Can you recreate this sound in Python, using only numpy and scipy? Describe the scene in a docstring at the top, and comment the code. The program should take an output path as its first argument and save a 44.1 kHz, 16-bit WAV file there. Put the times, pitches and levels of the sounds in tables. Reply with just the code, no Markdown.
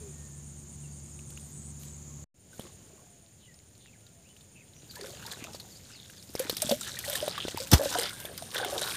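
"""Soil dropping into muddy water close to the microphone, in a flooded field. Crumbs smack the surface
and air pockets plop behind them; a big clod slaps down in a sheet of spray. Wading and rinsing hands
stir up gurgle, patter and fizz. Insects chirp with their wings, and birds call farther out.
The microphone stands at two spots: first a quiet one with a far pump engine humming, then, after
a brief silence, one beside the pool where the soil falls."""
import sys
import numpy as np
from scipy import signal
from scipy.fft import rfft, irfft, next_fast_len
from scipy.io import wavfile

SR = 44100
rng = np.random.default_rng(int(sys.argv[2]) if len(sys.argv) > 2 else 0)


def master(y):
    """Save y as 16-bit WAV."""
    cut = np.clip(np.atleast_2d(y).T, -1, 1)
    pcm = np.round(cut * 32767)  # scale
    wavfile.write(sys.argv[1], SR, pcm.astype(np.int16))


N = 395469
TIME = np.arange(N) / SR
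CUT_S, RESUME_S, FADE_S = 2.241, 2.32, 0.31   # silence between the two spots, then a fade-in

# colour of the open air at each spot: frequency_hz, relative_db
FIRST_AIR_COLOUR = [(25, -36), (60, -14), (110, -9.5), (250, -16.5), (400, -26), (1700, -38.5), (2100, -38),
                    (5500, -39), (10000, -43.5), (15800, -44)]
SECOND_AIR_COLOUR = [(25, -27), (60, -2.5), (100, 2), (200, -3), (280, -9.5), (600, -14.5), (1150, -26),
                     (2900, -23), (5500, -25), (10000, -33), (15800, -28.5)]
# the field all around, one list a spot: time_s, air_db, chorus_db, upper_band_db
# the upper band is insects until about 8.5 s, then the high hiss of spray
FIELD_LEVELS = [
    [(0, -49, -53, -57), (.25, -53, -54, -61), (1.7, -52, -54, -59.5), (2.241, -51.5, -52, -66)],
    [(2.343, -52.5, -58, -60), (2.9, -55.5, -60.5, -65.5), (3.3, -59, -65, -67), (4.7, -57, -63.5, -66.5),
     (5.2, -50.5, -56.5, -67), (6.2, -56, -62.5, -67), (6.6, -50.5, -63, -61), (7.6, -49, -63, -61),
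     (8.45, -51, -67, -54.5), (8.97, -50.5, -69, -51)],
]
# engine orders of the far pump: pitch_hz, rms_db
PUMP_ORDERS = [(75.4, -51.5), (145.3, -50), (220.7, -61.5), (360.7, -68.5)]
# a second insect answering the near one: start_s, length_s, rms_db, pitch_hz, strokes_per_s
INSECT_ANSWERS = [(1.55, .155, -55.5, 8060, 240), (1.841, .13, -56.5, 7850, 120)]
# far birds: start_s, length_s, start_hz, end_hz, level_db, rasp_hz
FAR_CALLS = [(0, 0.12, 441, 363, -48.5, 40), (.1, 0.38, 1884, 1726, -67, 30),
             (.834, .03, 2900, 2640, -56, 60), (.87, .15, 4700, 4600, -65, 60),
             (1.062, .13, 5150, 5040, -68, 60), (2.095, 0.084, 1080, 1070, -62, 30),
             (2.986, 0.33, 734, 657, -68.5, 30), (3.374, 0.1, 3880, 3480, -65, 500),
             (3.412, 0.071, 3200, 2820, -60, 150), (3.472, 0.061, 2050, 1820, -59, 60),
             (3.788, 0.1, 3900, 3350, -61, 500), (3.858, 0.042, 2800, 2600, -57, 150),
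             (3.925, 0.036, 2700, 1510, -58.5, 80), (4.012, 0.11, 1420, 1390, -74, 30),
             (4.116, 0.13, 695, 650, -66, 30), (4.245, 0.036, 2270, 2990, -60, 80),
             (4.281, 0.048, 2950, 3050, -62, 80), (4.543, 0.086, 2710, 2450, -54.5, 200),
             (4.613, 0.027, 2400, 1730, -58, 80), (4.743, .06, 5930, 5850, -57, 200),
             (5.38, 0.099, 2700, 2600, -48.5, 200), (5.749, .03, 4270, 5250, -47, 170),
             (5.9, 0.078, 2740, 2760, -53, 200), (8.097, 0.19, 1620, 1573, -52.5, 60)]
# a nearer bird repeating one falling whistle: start_s, length_s, start_hz, level_db
NEAR_WHISTLES = [(4.89, .04, 5000, -47), (5.148, .042, 5200, -51), (5.33, .025, 4400, -49),
                 (5.53, .04, 5300, -51), (5.7, .042, 5300, -53), (5.917, .075, 5550, -50),
                 (6.155, .065, 5400, -53)]
# echoes off the banks and trees: delay_s, gain_db
BANK_ECHOES = [(.007, -10), (.018, -13), (.034, -16), (.06, -19)]
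# colour of large bubbles, and of patter and spray: frequency_hz, relative_db
GURGLE_COLOUR = [(150, -50), (250, -7.5), (542, -2.5), (944, -8), (1570, -13.5), (1800, -21), (2200, -29),
                 (2860, -31), (4840, -120)]
SPLASH_COLOUR = [(880, -4.5), (1500, -7.5), (2410, -14), (3710, -6), (4520, -11), (6770, -18),
                 (9280, -18.5), (10500, -23), (11500, -20.5), (15800, -23.5)]
# brief sloshes and wet rustles: start_s, length_s, gurgle_db, patter_db, spray_db
SLOSHES = [(.15, 0.14, -68, -70, -66), (1.3, 0.23, -70, -73, -61), (1.78, .1, -85, -62, -59),
           (2.51, .07, -66, -75, -59), (2.575, 0.11, -58.5, -56.5, -63), (2.76, 0.316, -68.5, -78, -82)]
# the pool kept moving by falling soil and rinsing hands: time_s, gurgle_db, patter_db, spray_db
POOL_CHURN = [(4.8, -81, -64, -77), (4.92, -86, -63.5, -59), (5.0, -53.5, -49, -64),
              (5.1, -56, -54.5, -56.5), (5.43, -51, -53.5, -59), (5.66, -62.5, -69, -60.5),
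              (5.93, -80, -59, -60), (6.33, -73, -69, -57), (6.4, -46, -43, -49), (6.53, -58, -51.5, -48),
              (6.7, -52, -44, -40), (6.78, -66.5, -49.5, -47.5), (7.05, -56.5, -47.5, -47),
              (7.17, -42, -39, -43.5), (7.38, -53, -46, -55), (7.71, -56, -49, -48.5),
              (7.76, -36.5, -46, -43.5), (7.88, -45.5, -41.5, -43), (8.05, -40, -37, -42),
              (8.12, -58, -48, -46.5), (8.32, -51.5, -54, -54.5), (8.51, -60, -55, -53),
              (8.55, -42.5, -39, -52), (8.62, -37.5, -39, -52), (8.72, -40, -44.5, -44),
              (8.97, -47, -38, -40.5)]
# air pockets closing behind crumbs: start_s, level_db, pitch_hz, t60_s
AIR_POCKETS = [(2.53, -49, 1490, .07), (2.595, -29.5, 215, 0.021), (2.595, -26, 476, 0.0092),
               (2.651, -43, 340, 0.058), (2.858, -54, 280, 0.048), (2.932, -49, 368, .075),
               (4.552, -50, 217, .051), (4.832, -41.5, 352, 0.016), (4.96, -44, 1730, .12),
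               (4.968, -44, 960, .092), (4.994, -44, 450, 0.049), (5.022, -35.5, 416, .11),
               (5.044, -36, 513, .084), (5.083, -41, 353, .082), (5.25, -41, 900, 0.11),
               (5.372, -44.5, 385, .07), (5.423, -31, 271, 0.021), (5.547, -30.5, 520, 0.014),
               (6.098, -43.5, 1530, .023), (6.297, -37.5, 272, 0.025), (6.352, -18, 480, 0.0092),
               (6.399, -21.5, 518, 0.087), (6.453, -32, 280, 0.029), (6.497, -21, 470, 0.023),
               (6.528, -27.5, 280, 0.017), (6.625, -25.5, 618, 0.073), (6.647, -25, 230, 0.022),
               (6.668, -31, 224, .04), (6.692, -22.5, 590, 0.054), (6.711, -22, 236, 0.11),
               (6.711, -16.5, 650, 0.036), (6.721, -15, 575, 0.075), (6.814, -36, 1410, 0.035),
               (6.97, -33.5, 1850, 0.055), (7.04, -31.5, 1900, 0.043), (7.078, -30.5, 580, .17),
               (7.129, -32.5, 557, 0.12), (7.153, -25, 1760, 0.033), (7.226, -23, 585, 0.095),
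               (7.279, -17, 567, 0.022), (7.379, -24, 1210, 0.032), (7.451, -21, 326, 0.017),
               (7.482, -20.5, 510, 0.012), (7.546, -24.5, 360, 0.016), (7.575, -25.5, 876, 0.032),
               (7.6, -33, 523, 0.18), (7.796, -22.5, 533, .061), (7.809, -20.5, 557, .083),
               (7.831, -23.5, 574, 0.091), (7.857, -19, 520, .059), (7.986, -24, 470, .081),
               (8.105, -36.5, 1410, .046), (8.129, -39, 1460, .043), (8.25, -30, 557, 0.019),
               (8.423, -30, 642, 0.037), (8.587, -30, 1500, 0.1), (8.599, -29, 750, .07),
               (8.612, -29, 503, .09), (8.63, -27, 1554, 0.077), (8.659, -29.5, 403, .087),
               (8.696, -38, 1130, 0.086), (8.724, -30, 560, .053), (8.745, -32, 592, .053),
               (8.818, -25.5, 550, 0.039)]
# drops and crumbs hitting the surface: start_s, level_db, pitch_hz, broad_over_ring_db
SURFACE_HITS = [(1.1907, -37, 2560, -4), (1.3045, -51, 5940, 21.5), (1.374, -34, 2820, -8),
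                (1.8332, -46, 3780, 16), (2.596, -36, 3260, 10), (3.5414, -41.5, 5180, -10),
                (3.7519, -46, 4300, -4), (4.0657, -40.5, 3820, -9), (4.2894, -45, 3030, -4),
                (4.3653, -39.5, 3020, -5), (4.4084, -41, 3580, -6), (4.7341, -43, 3950, -26),
                (4.91, -30.5, 4250, -10), (4.955, -28.5, 4580, -2), (5.01, -30, 4650, -9),
                (5.0339, -32, 4730, -10), (5.059, -31.5, 5500, -8), (5.264, -28, 4800, 0),
                (5.314, -24.5, 4060, -16), (5.44, -29, 2620, 1.5), (5.533, -33.5, 5500, -12),
                (5.5486, -27, 4440, -10), (5.5992, -28, 4300, 1.5), (6.099, -37.5, 2870, -4),
                (6.2256, -33, 4870, -14), (6.2911, -37, 4900, -9), (6.3379, -34, 11300, -4),
                (6.353, -23.5, 5330, -1), (6.394, -22.5, 10300, 10.5), (6.424, -31, 8000, -4),
                (6.4962, -13, 4230, 2), (6.568, -27, 5660, 14), (6.6194, -14.5, 8400, 6),
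                (6.672, -27, 3730, 1.5), (6.6931, -17, 5070, -8), (6.7123, -12, 3640, -5),
                (6.8099, -20, 7400, -10), (6.8307, -23, 3600, -10), (6.8737, -31, 3590, -4),
                (6.9545, -29.5, 4020, -4), (6.989, -30, 3640, 16), (7.0423, -28, 1870, -4),
                (7.0762, -29, 3190, 4), (7.0974, -20, 11800, -5), (7.1294, -20, 3340, -4),
                (7.1541, -16, 3620, -17), (7.227, -33, 3600, -4), (7.2806, -22, 3840, 3),
                (7.3798, -27.5, 3400, 0), (7.3995, -36, 3650, -4), (7.429, -32, 3570, -6),
                (7.4696, -35, 3300, -4), (7.482, -23, 3070, -8), (7.5088, -31, 3200, -6),
                (7.5732, -27.5, 2610, 10), (7.603, -26, 8700, -12), (7.6719, -30, 2970, 3),
                (7.7154, -9.5, 5550, 3.5), (7.7332, -9.5, 5860, 9), (7.7796, -21.5, 5000, 3),
                (7.8251, -30, 3400, -8), (7.848, -24, 5470, 1), (7.8939, -33, 5160, -6),
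                (7.9268, -21.5, 5900, -7), (7.9873, -21, 11700, -5), (8.0138, -31, 3050, 14),
                (8.092, -24.5, 3500, -4), (8.2012, -30.5, 3360, 10), (8.253, -26, 3430, 6.5),
                (8.377, -25.5, 4950, 7.5), (8.423, -28, 3730, -8), (8.5135, -29.5, 3830, -6),
                (8.5446, -24, 2600, 4), (8.5803, -17, 3400, -13), (8.6467, -24.5, 3430, 7.5),
                (8.7792, -18.5, 3730, -4), (8.8144, -18.5, 9450, -9), (8.911, -23, 3320, 5)]
# the big clod pushing on the water: start_s, level_db, pitch_hz, t60_s
CLOD_PUSHES = [(7.7245, -12, 260, .025), (7.7338, -2, 150, .035), (7.7418, -3, 70, .058)]
# its spray, thrown at first touch and at the slap: start_s, length_s, rms_db
CLOD_SPRAY = [(7.711, 0.015, -31.5), (7.725, 0.01, -18)]


def from_db(db):
    """Decibels to gain."""
    return 10 ** (np.asarray(db) / 20)


def rms_one(x):
    """Scale to rms 1."""
    return x / np.sqrt(np.mean(x ** 2) + 1e-20)


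def add(out, start_s, piece):
    """Mix a piece in at a time."""
    i = round(start_s * SR)
    out[i:i + len(piece)] += piece[:N - i]


def level_curves(*tables):
    """A gain curve for each dB column; silent outside the tables."""
    times, *columns = np.transpose(np.vstack(tables))
    on = sum((TIME >= rows[0][0]) & (TIME <= rows[-1][0]) for rows in tables)
    return [on * from_db(np.interp(TIME, times, column)) for column in columns]


def swells(rows, rise_s, t60_s):
    """A gain curve for each dB column: every row rises, holds and dies away; powers add."""
    power = 0
    for start_s, length_s, *levels_db in rows:
        rise = np.clip((TIME - start_s) / rise_s, 0, 1)
        decay = from_db(-60 * np.maximum(TIME - start_s - length_s, 0) / t60_s)
        power = power + np.outer(from_db(levels_db), rise * decay) ** 2
    return np.sqrt(power)


def drift(rate_hz):
    """Smooth random wander with spread 1."""
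    step, settle = 40, 2000
    pole = np.exp(-2 * np.pi * rate_hz * step / SR)
    noise = rng.standard_normal(N // step + settle + 2)
    slow = signal.lfilter([1], [1, -2 * pole, pole * pole], noise)[settle:]
    return np.interp(np.arange(N) / step, np.arange(len(slow)), rms_one(slow))


def colour(x, spectrum):
    """Shape a signal by (Hz, dB) points and scale it to rms 1."""
    size = next_fast_len(N)
    points_hz, points_db = np.transpose(spectrum)
    bins_hz = np.arange(size // 2 + 1) * SR / size
    gain = from_db(np.interp(np.log(bins_hz + 1), np.log(points_hz), points_db))
    return rms_one(irfft(rfft(x, size) * gain, size)[:N])


def filtered(x, hz, kind, order=2):
    """Low-, high- or band-pass with a flat top."""
    return signal.sosfilt(signal.butter(order, hz, kind, fs=SR, output="sos"), x)


def band(x, hz, width_hz):
    """One band of a signal, at rms 1."""
    return rms_one(filtered(x, [hz - width_hz / 2, hz + width_hz / 2], "band"))


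def resonance(x, hz, width_hz):
    """Two-pole peak, gain 1 on top."""
    r = np.exp(-np.pi * width_hz / SR)
    gain = (1 - r * r) / 2
    return signal.lfilter([gain, 0, -gain], [1, -2 * r * np.cos(2 * np.pi * hz / SR), r * r], x + 1e-18)


def grains(per_s, spread_db, low_hz, high_hz, cycles, clump_db):
    """Clumped random clicks dealt to 16 briefly ringing resonators; rms 1 whatever the rate."""
    sizes = from_db(spread_db * np.minimum(rng.exponential(1, N), 4)) / np.sqrt(per_s)
    signs = rng.choice([-1, 1], N)
    clicks = sizes * signs * (rng.random(N) < per_s * from_db(clump_db * drift(25)) / SR)
    dealt = rng.integers(0, 16, N)
    out = np.zeros(N)
    for k, hz in enumerate(np.geomspace(low_hz, high_hz, 16)):
        swell = from_db(6 * drift(5.85))
        out += resonance(clicks * (dealt == k) * swell, hz, 2.14 * hz / cycles)
    return rms_one(out)


def open_field():
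    """Air all around and two bands of massed insects; the upper one throbs and ends as spray hiss."""
    air, chorus, upper = level_curves(*FIELD_LEVELS)
    throb_phase = 2 * np.pi * 8.3 * np.cumsum(1 + .2 * drift(1)) / SR
    upper = upper * from_db(2 * np.tanh(3 * np.sin(throb_phase)))
    noise = rng.standard_normal((4, N))
    first_air, second_air = colour(noise[0], FIRST_AIR_COLOUR), colour(noise[1], SECOND_AIR_COLOUR)
    out = air * np.where(TIME < CUT_S, first_air, second_air)
    out += chorus * from_db(drift(40)) * band(noise[2], hz=6905, width_hz=880)
    out += upper * from_db(drift(40)) * band(noise[3], hz=9120, width_hz=380)
    return out


def far_pump():
    """A distant engine, heard at the first spot only; its orders waver together as the speed hunts."""
    engine_time = np.cumsum(1 + .01 * drift(2)) / SR
    out = np.zeros(N)
    for hz, rms_db in PUMP_ORDERS:
        out += np.sqrt(2) * from_db(rms_db + 2 * drift(10)) * np.sin(2 * np.pi * hz * engine_time)
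    return out * (TIME < CUT_S)


def near_insects(first_s=.085, every_s=.1197, first_db=-60.5, swell_db_per_s=3.5):
    """One insect chirps steadily, another answers: trains of wing strokes ring a broad resonance."""
    steady = [(first_s + s, .081, first_db + swell_db_per_s * s, 8490, 110)   # columns as in the answers
              for s in every_s * np.arange(14)]
    out = np.zeros(N)
    for chirps, width_hz in (steady, 996), (INSECT_ANSWERS, 332):
        for start_s, length_s, rms_db, hz, strokes_per_s in chirps:
            strokes = np.zeros(round((length_s + .024) * SR))
            onsets = (np.arange(0, length_s, 1 / strokes_per_s) * SR).astype(int)
            teeth = rng.standard_normal((40, 3))[:len(onsets)]   # a stroke catches on three teeth
            strokes[onsets[:, None] + np.arange(3) * 23] = np.sign(teeth) + .22 * teeth
            add(out, start_s, from_db(rms_db) * band(strokes, hz, width_hz))
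    return out


def birds(whistle_fall_hz_per_s=29000, whistle_rasp_hz=100):
    """Gliding calls across the field, roughened by noise and smeared by echoes off banks and trees."""
    whistles = [(start_s, length_s, hz, hz - whistle_fall_hz_per_s * length_s, db, whistle_rasp_hz)
                for start_s, length_s, hz, db in NEAR_WHISTLES]
    direct = np.zeros(N)
    for start_s, length_s, start_hz, end_hz, level_db, rasp_hz in whistles + FAR_CALLS:
        along = np.linspace(0, 1, round(length_s * SR))
        noise = rng.standard_normal(SR // 2)[:len(along)]
        share = min(rasp_hz / 300, 1)   # a wider rasp leaves less of the pure tone
        rasp = 1 - share + share * rms_one(filtered(noise, rasp_hz, "low"))
        tone = np.sin(2 * np.pi * np.cumsum(start_hz + (end_hz - start_hz) * along) / SR)
        arch = np.sin(np.pi * along) ** .5
        add(direct, start_s, from_db(level_db) * arch * rasp * tone)
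    out = direct.copy()
    for delay_s, gain_db in BANK_ECHOES:
        add(out, delay_s, from_db(gain_db) * direct)
    return out


def drips():
    """Faint stray drips off wet grass and legs."""
    return from_db(-76) * grains(60, 3.5, 1500, 9000, cycles=8, clump_db=6)


def falling_spray(share_db=-24, t60_s=.097):
    """Gain curve of the spray that each smack throws up, dying away as it falls back."""
    thrown = np.zeros(N)
    for start_s, level_db, *_ in SURFACE_HITS:
        thrown[int(start_s * SR)] = from_db(level_db + share_db)
    return signal.lfilter([1], [1, -from_db(-60 / (t60_s * SR))], thrown)


def stirred_water():
    """Bubbles gurgle, drops patter, spray fizzes; harder stirring packs bubbles and drops closer."""
    gurgle, patter, spray = swells(SLOSHES, rise_s=.03, t60_s=.15) + level_curves(POOL_CHURN)
    falling = falling_spray()
    bubbles = grains(600 + 2500 * gurgle / from_db(-40.5), 2.8, 288.4, 2186, cycles=22, clump_db=3.5)
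    drops = grains(1000 + 3000 * patter / from_db(-40), 3.5, 1500, 9000, cycles=19, clump_db=2.8)
    fizz = grains(5000, 3.5, 6000, 15000, cycles=8, clump_db=2)
    return (gurgle * colour(bubbles, GURGLE_COLOUR)
            + (patter + falling) * colour(drops, SPLASH_COLOUR)
            + (spray + from_db(3) * falling) * colour(fizz, SPLASH_COLOUR))


def plops_and_thuds():
    """Air pockets ring and rise in pitch as they near the surface; the clod's low pushes sink in pitch."""
    out, t = np.zeros(N), TIME[:round(.3 * SR)]
    wobble = np.pad(drift(70), (0, len(t)))   # mud shakes the walls of a pocket
    for rows, glide_oct, shake_oct in (AIR_POCKETS, .15, .06), (CLOD_PUSHES, -.13, 0):
        for start_s, level_db, hz, t60_s in rows:
            glide = glide_oct * np.minimum(t / t60_s, 1)
            shake = shake_oct * wobble[round(start_s * SR):][:len(t)]
            phase = 2 * np.pi * np.cumsum(hz * 2 ** (glide + shake)) / SR
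            attack = np.minimum(t / (.018 * t60_s), 1)
            add(out, start_s, attack * from_db(level_db - 60 * t / t60_s) * np.sin(phase))
    return out


def smacks():
    """Drops and crumbs strike the water: a noise burst, part broad, part ringing at the drop's size."""
    out, t = np.zeros(N), TIME[:round(.06 * SR)]
    for start_s, level_db, hz, broad_db in SURFACE_HITS:
        t60_s = .033 * np.exp(.025 * (level_db + 15))   # a harder smack lasts longer
        burst = rng.standard_normal(len(t)) * from_db(-60 * t / t60_s) * np.minimum(t / .00045, 1)
        broad = signal.lfilter([1, -1], [1, -.6], burst)
        ring = resonance(burst, hz, hz / 9.3)
        smack = from_db(broad_db) * broad / abs(broad).max() + ring / abs(ring).max()
        add(out, start_s, from_db(level_db - 6) * smack)
    return out


def clod_hiss():
    """A burst of hiss as the big clod touches the water, and a louder one as it slaps down."""
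    return swells(CLOD_SPRAY, rise_s=.0066, t60_s=.11)[0] * colour(rng.standard_normal(N), SPLASH_COLOUR)


def scene():
    """Two spots in mono, with a brief burst of stereo treble hiss added at the slap."""
    sheet = clod_hiss()
    side = from_db(-5) * filtered(clod_hiss(), 4500, "high", order=12)
    surroundings = drips() + open_field() + far_pump() + near_insects() + birds()
    fade_in = (TIME > RESUME_S) * np.clip(.11 + (TIME - RESUME_S) / FADE_S, 0, 1)
    fade = np.where(TIME < CUT_S, 1, fade_in)
    mid = fade * (surroundings + stirred_water()) + plops_and_thuds() + smacks() + sheet
    return np.array([mid + side, mid - side])


def record(dry, low_cut_hz=50, ceiling=.95, stopband_hz=16222.5, dc_offset=-.00013):
    """The microphone drops the deepest bass; peaks are rounded, the top is cut, a small offset stays."""
    heard = filtered(dry, low_cut_hz, "high")
    rounded = heard / (1 + (heard / ceiling) ** 4) ** .25
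    top_cut = signal.cheby2(14, 70, stopband_hz, fs=SR, output="sos")
    return signal.sosfilt(top_cut, rounded + dc_offset)


dry = scene()
out = record(dry)
master(out)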